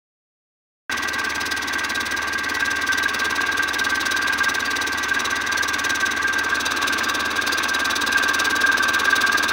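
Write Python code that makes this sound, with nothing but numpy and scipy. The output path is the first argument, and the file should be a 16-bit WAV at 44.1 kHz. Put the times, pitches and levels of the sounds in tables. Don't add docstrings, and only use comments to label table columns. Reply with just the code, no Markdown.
import sys
import numpy as np
from scipy import signal
from scipy.fft import rfft, irfft
from scipy.io import wavfile

SR = 44100
rng = np.random.default_rng(int(sys.argv[2]) if len(sys.argv) > 2 else 0)


def int16_out(signal):
    q = np.round(np.clip(np.atleast_2d(signal).T, -1, 1) * 32767)
    wavfile.write(sys.argv[1], SR, q.astype(np.int16))


N = 419832
TIME = np.arange(N) / SR

# freq_hz, gain_db
AIR_COLOUR = [(20, -20), (45, -9), (110, 4), (170, -7.5), (400, 0), (2000, -16.5), (15000, -26.5)]
# time_s, lead_turns
CRANK_LEAD = [(.9, -.07), (1.6, -.06), (2.05, -.125), (3.25, -.045), (3.6, -.06), (4.5, .03), (5.35, .01),
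              (6.07, .095), (6.7, .04), (7.6, .06), (8.75, -.01), (9.5, -.14)]
# crank_multiple, level_db
THUMP_PARTIALS = [(3, -42), (4, 0.5), (5, -8.5), (6, -22), (7, -13), (8, -15)]
# crank_multiple, level_db
DRONE_PARTIALS = [(4, -9.5), (6, -29), (10, -19), (13, -5.5), (16, -7), (18, -1), (23, -3)]
# place_turns, level_db, pitch_hz, ring_s
TURN_KNOCKS = [(.08, -4, 430, .022), (.19, 2.5, 285, .05), (.53, -2.5, 312, .045), (.74, -14.5, 236, 0.031),
               (0.909, -3.5, 370, 0.034)]
# place_turns, level_db
SPIT_ENVELOPE = [(0, 3.5), (.1, -1.5), (.18, -7.5), (.3, -20.5), (.45, -34), (.65, -48), (.77, -23),
                 (.8, -5), (.9, -1)]
# freq_hz, gain_db
VALVE_TONE = [(200, -16), (420, 4), (800, -2), (1800, 1), (3000, 2.5), (3700, 0.5), (5200, 1), (6400, -2.5),
              (7400, -11.5), (10000, -11), (13000, -13.5), (14500, -9.5), (15600, -8)]
# pitch_hz, width_hz, boost_db
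VALVE_PEAKS = [(1932, 120, 11), (2490, 160, 6), (3370, 86, 5), (3632, 200, 9.5), (3876, 110, 12),
               (4060, 110, 8), (4278, 77, 6), (4715, 260, 8), (5116, 48, 4), (5415, 104, 6), (5566, 64, 4),
               (6020, 363, 9.5), (6838, 389, 4.5), (7800, 480, 10), (8298, 125, 5.6), (9084, 411, 10),
               (9957, 219, 9), (10660, 268, 9.5), (15513, 382, 7)]
# pitch_hz, width_hz, level_db
CAP_BUBBLES = [(3905, 18, -24), (4765, 28, -17), (6100, 140, -24.5)]
# freq_hz, gain_db
CAP_BEAM = [(3000, 0.5), (4000, 1), (5000, -3.5), (5700, 3.5), (6600, 2.5), (7800, 1.5), (9500, -1),
            (15000, -0.5)]
# time_s, facing_fraction
CAP_FACING = [(.9, 0.16), (2.5, 0.04), (4.3, 0.18), (5.2, 0.77), (6.2, 1), (6.8, 0.34), (8, 0.15),
              (9.5, 0.15)]
# place_turns, level_db
RATTLE_ENVELOPE = [(.02, -9.5), (.12, -15.5), (.21, -15.5), (.28, -11), (.38, -11), (.55, -16), (.7, -13.5),
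                   (.84, -11.5), (.94, -19.5)]
# freq_hz, gain_db
CASING_TONE = [(120, -45), (170, -44), (215, 1.5), (320, 6), (520, -5), (750, 2), (1000, 1), (1400, 0.03),
               (2300, 4.5), (3100, -3.5), (4200, -7), (6200, -11.5), (7400, -22.5), (10000, -32.5),
               (13000, -40), (15600, -35)]
# pitch_hz, width_hz, boost_db
CASING_PEAKS = [(880, 36, 9.8), (965, 48, 4.2), (1141, 215, 12.5), (1572, 184, 18.3), (1936, 44, 11.8),
                (2070, 210, 5.6), (2500, 43, 2.3), (2710, 97, 7), (3500, 410, 5.6), (6300, 370, 3.4)]
# place_turns, length_turns, level_db
PART_THROWS = [(.03, 0.11, -2.5), (.32, 0.21, 0), (.52, 0.12, -1), (.73, .07, -22)]
# start_s, length_s, level_db
PART_CLANGS = [(1.753, 0.015, 5.5), (2.57, 0.004, 6), (2.623, .008, 11), (2.886, 0.028, 6),
               (3.056, 0.0071, 10), (3.392, 0.0074, 6.5), (3.922, 0.023, 4), (4.251, 0.018, 4.5),
               (4.404, .013, 7), (4.47, .011, 7), (5.111, 0.018, 6), (5.163, 0.013, 7), (5.555, 0.0074, 8),
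               (5.607, .013, 6), (6.031, .02, 4.5), (6.242, 0.025, 5.5), (6.282, 0.026, 2.5),
               (6.524, 0.015, 7.5), (7.389, 0.0055, 10), (8.157, 0.013, 6.5), (8.636, 0.019, 5.5),
               (8.686, .022, 4), (8.745, 0.0065, 5.5), (8.802, 0.0077, 5), (9.08, .012, 5.5),
               (9.125, .012, 5), (9.235, 0.0074, 6.5)]
# time_s, level_db
PART_LOOSENESS = [(.9, -24.5), (2.5, -22), (3.4, -20), (4.4, -19.5), (4.9, -21), (6.3, -19), (6.7, -21.5),
                  (8, -20), (8.25, -15.5), (9.5, -15.5)]
# time_s, distance_m
APPARENT_DISTANCE = [(.9, 0.72), (2.2, 0.96), (3.1, 0.57), (6.2, 0.6), (6.8, 0.33), (7.9, 0.41),
                     (8.5, 0.37), (9.5, 0.28)]
# freq_hz, gain_db
CLOSE_COLOUR = [(300, 0), (550, 3.5), (880, -2), (1050, 0), (1170, 0), (1350, 5.5), (1580, -3.5),
                (1750, 3.5), (1935, -11), (2020, -7), (2200, -2.5), (2550, 1), (3000, -1), (3700, 1),
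                (5000, -1), (15000, 0.5)]


def amp(db):
    return 10 ** (np.asarray(db) / 20)


def unit_rms(x):
    return x / np.sqrt(np.mean(x ** 2) + 1e-20)


def curve(points):
    return np.interp(TIME, *np.transpose(points))


def drift(hz):
    f = np.fft.rfftfreq(N, 1 / SR)
    return unit_rms(irfft(rfft(rng.standard_normal(N)) * np.exp(-(f / hz) ** 2), N))


def body(x, colour, modes=(), size=4096):
    hz = abs(np.fft.fftfreq(size, 1 / SR))
    f, db = np.transpose(colour)
    db = np.interp(np.log(hz + 1), np.log(f), db)
    for centre, width, height in modes:
        db = db + height / (1 + (2 * (hz - centre) / width) ** 2)
    spectrum = np.exp(np.conj(signal.hilbert(np.log(amp(db)))))
    return signal.oaconvolve(x, np.fft.ifft(spectrum).real)[:N]


def resonate(x, hz, width_hz):
    carrier = np.exp(2j * np.pi * np.cumsum(hz) / SR)
    pole = np.exp(-np.pi * width_hz / SR)
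    return 2 * (carrier * signal.lfilter([1 - pole], [1, -pole], x / carrier)).real


def each_turn(points, turns):
    place, db = np.transpose(points)
    return amp(np.interp(turns, place, db, period=1))


def grains(per_s, spread_db):
    size = amp(spread_db * np.clip(rng.standard_normal(N), -2, 2)) * rng.choice([-1, 1], N)
    return unit_rms(size * (rng.random(N) < per_s / SR))


def outdoor_air():
    return unit_rms(body(rng.standard_normal(N), AIR_COLOUR))


def yard_reflections(x, wet_db=-15, t60=0.046):
    t = np.arange(SR // 8) / SR
    taps = rng.choice([-1, 1], len(t)) * (rng.random(len(t)) < 2000 / SR)
    taps = taps * (t > .002) * amp(-60 * t / t60)
    return x + amp(wet_db) * signal.oaconvolve(x, taps / np.linalg.norm(taps))[:N]


def hose_and_motor_hum(turns, thump_turns=0.21):
    thump = sum(amp(db) * np.cos(2 * np.pi * k * (turns - thump_turns)) for k, db in THUMP_PARTIALS)
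    drone = sum(amp(db + 2 * drift(12)) * np.sin(2 * np.pi * k * turns) for k, db in DRONE_PARTIALS)
    return np.sqrt(2) * (thump + drone)


def piston_knocks(turns, jitter_s=0.00052, spread_db=1.5):
    t, out = np.arange(SR // 10) / SR, np.zeros(N)
    count = np.arange(int(turns[-1]))
    for place, db, hz, t60 in TURN_KNOCKS:
        late, size = rng.standard_normal((len(count), 2)).T
        start_s = np.interp(count + place, turns, TIME) + jitter_s * late
        samples = np.clip(start_s * SR, 0, N).astype(int)
        blows = np.bincount(samples, amp(db + spread_db * size), N + 1)[:N]
        ring = np.sin(2 * np.pi * hz * t) * amp(-60 * t / t60)
        out += signal.oaconvolve(blows, ring)[:N]
    dull_tone = [(100, -28.5), (170, -12), (235, -5), (450, 4.5), (700, -6.5), (2000, -19)]
    return unit_rms(body(out, dull_tone))


def head_ring(turns, pitch_hz=3630, width_hz=38):
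    drive = rng.standard_normal(N) * each_turn(RATTLE_ENVELOPE, turns)
    return unit_rms(resonate(drive, np.full(N, pitch_hz), width_hz))


def valve_spit(turns, stroke_db=1.7, slip_turns=0.0039, size_scatter=0.032, bubble_spread_db=4):
    opening = each_turn(SPIT_ENVELOPE, turns + slip_turns * drift(25))
    jet = grains(per_s=10000, spread_db=2.5) * opening * amp(stroke_db * drift(4.8))
    fizz = unit_rms(body(jet, VALVE_TONE, VALVE_PEAKS))
    stroke = np.round(turns + 1).astype(int)
    for hz, width, db in CAP_BUBBLES:
        detune = size_scatter * rng.standard_normal(int(turns[-1]) + 3)[stroke]
        ring = resonate(jet * amp(bubble_spread_db * drift(9.2)), hz * (1 + detune), width)
        fizz = fizz + amp(db) * unit_rms(ring)
    fizz = unit_rms(fizz)
    facing = curve(CAP_FACING)
    return (1 - facing) * fizz + facing * body(fizz, CAP_BEAM)


def casing_rattle(turns):
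    impacts = grains(per_s=3000, spread_db=2.5)
    clumps = amp(1.5 * drift(90))
    churn = rng.standard_normal(N)
    drive = (impacts + churn) * clumps * each_turn(RATTLE_ENVELOPE, turns)
    return unit_rms(body(drive, CASING_TONE, CASING_PEAKS))


def loose_part_force(turns, idle_db=-8, spread_db=3.4, jitter_turns=.025, stretch=0.36, play_db=6):
    force = amp(idle_db + 3.7 * drift(32)) * unit_rms(each_turn(RATTLE_ENVELOPE, turns))
    for turn in range(int(turns[-1]) + 1):
        for place, length, db in PART_THROWS:
            late, longer, size = rng.standard_normal(3)
            begin = turn + place + jitter_turns * late
            end = begin + length * np.exp(stretch * longer)
            throw = slice(*np.searchsorted(turns, [begin, end]))
            force[throw] = amp(play_db) * np.tanh(amp(db + spread_db * size - play_db))
    for start_s, length_s, db in PART_CLANGS:
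        clang = np.arange(round(start_s * SR), round((start_s + length_s) * SR))
        force[clang] = amp(db) * np.linspace(1.1, .8, len(clang))
    return force


def loose_part_chatter(turns, main_hz=1585, lower_hz=1168, ring_s=.0022, roughness=0.048):
    pole = np.exp(-1 / (ring_s * SR))
    swing = signal.lfilter([1 - pole], [1, -pole], loose_part_force(turns))
    swing *= 1 + roughness * drift(270)
    main_pitch = main_hz + 12 * drift(19.9) + 14 * drift(207.4)
    lower_pitch = lower_hz + 24 * drift(94)
    lower_swing = amp(-8 + 1.4 * drift(27)) * np.tanh(swing)
    main = swing * np.sin(2 * np.pi * np.cumsum(main_pitch) / SR)
    lower = lower_swing * np.sin(2 * np.pi * np.cumsum(lower_pitch) / SR)
    return amp(curve(PART_LOOSENESS)) * (main + lower)


def scene(crank_hz=18.45, colour_from_m=0.65, colour_full_m=0.42):
    turns = crank_hz * TIME + curve(CRANK_LEAD)
    metres = curve(APPARENT_DISTANCE)
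    halvings = np.log2(APPARENT_DISTANCE[0][1] / metres)
    # dB at the opening distance, plus dB for each halving of it
    pump = (amp(-41.5 + 1.5 * halvings) * piston_knocks(turns)
            + amp(-26.5 + 2.5 * halvings) * casing_rattle(turns)
            + amp(-31 + 2.43 * halvings) * valve_spit(turns))
    near = np.clip((colour_from_m - metres) / (colour_from_m - colour_full_m), 0, 1)
    pump = (1 - near) * pump + near * body(pump, CLOSE_COLOUR)
    pump += amp(-42.5) * np.maximum(halvings, 0) * head_ring(turns)
    air = amp(-47) * outdoor_air()
    mix = yard_reflections(pump) + loose_part_chatter(turns) + amp(-46.5) * hose_and_motor_hum(turns)
    return (mix + air)[None]


def record(dry, start_s=.895, fade_s=0.0011, cutoff_hz=15800):
    opened = dry * np.clip((TIME - start_s) / fade_s, 0, 1)
    low_pass = signal.firwin(1023, cutoff_hz, window=("kaiser", 9), fs=SR)
    return signal.oaconvolve(opened, low_pass[None], "same")


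dry = scene()
out = record(dry)
int16_out(out)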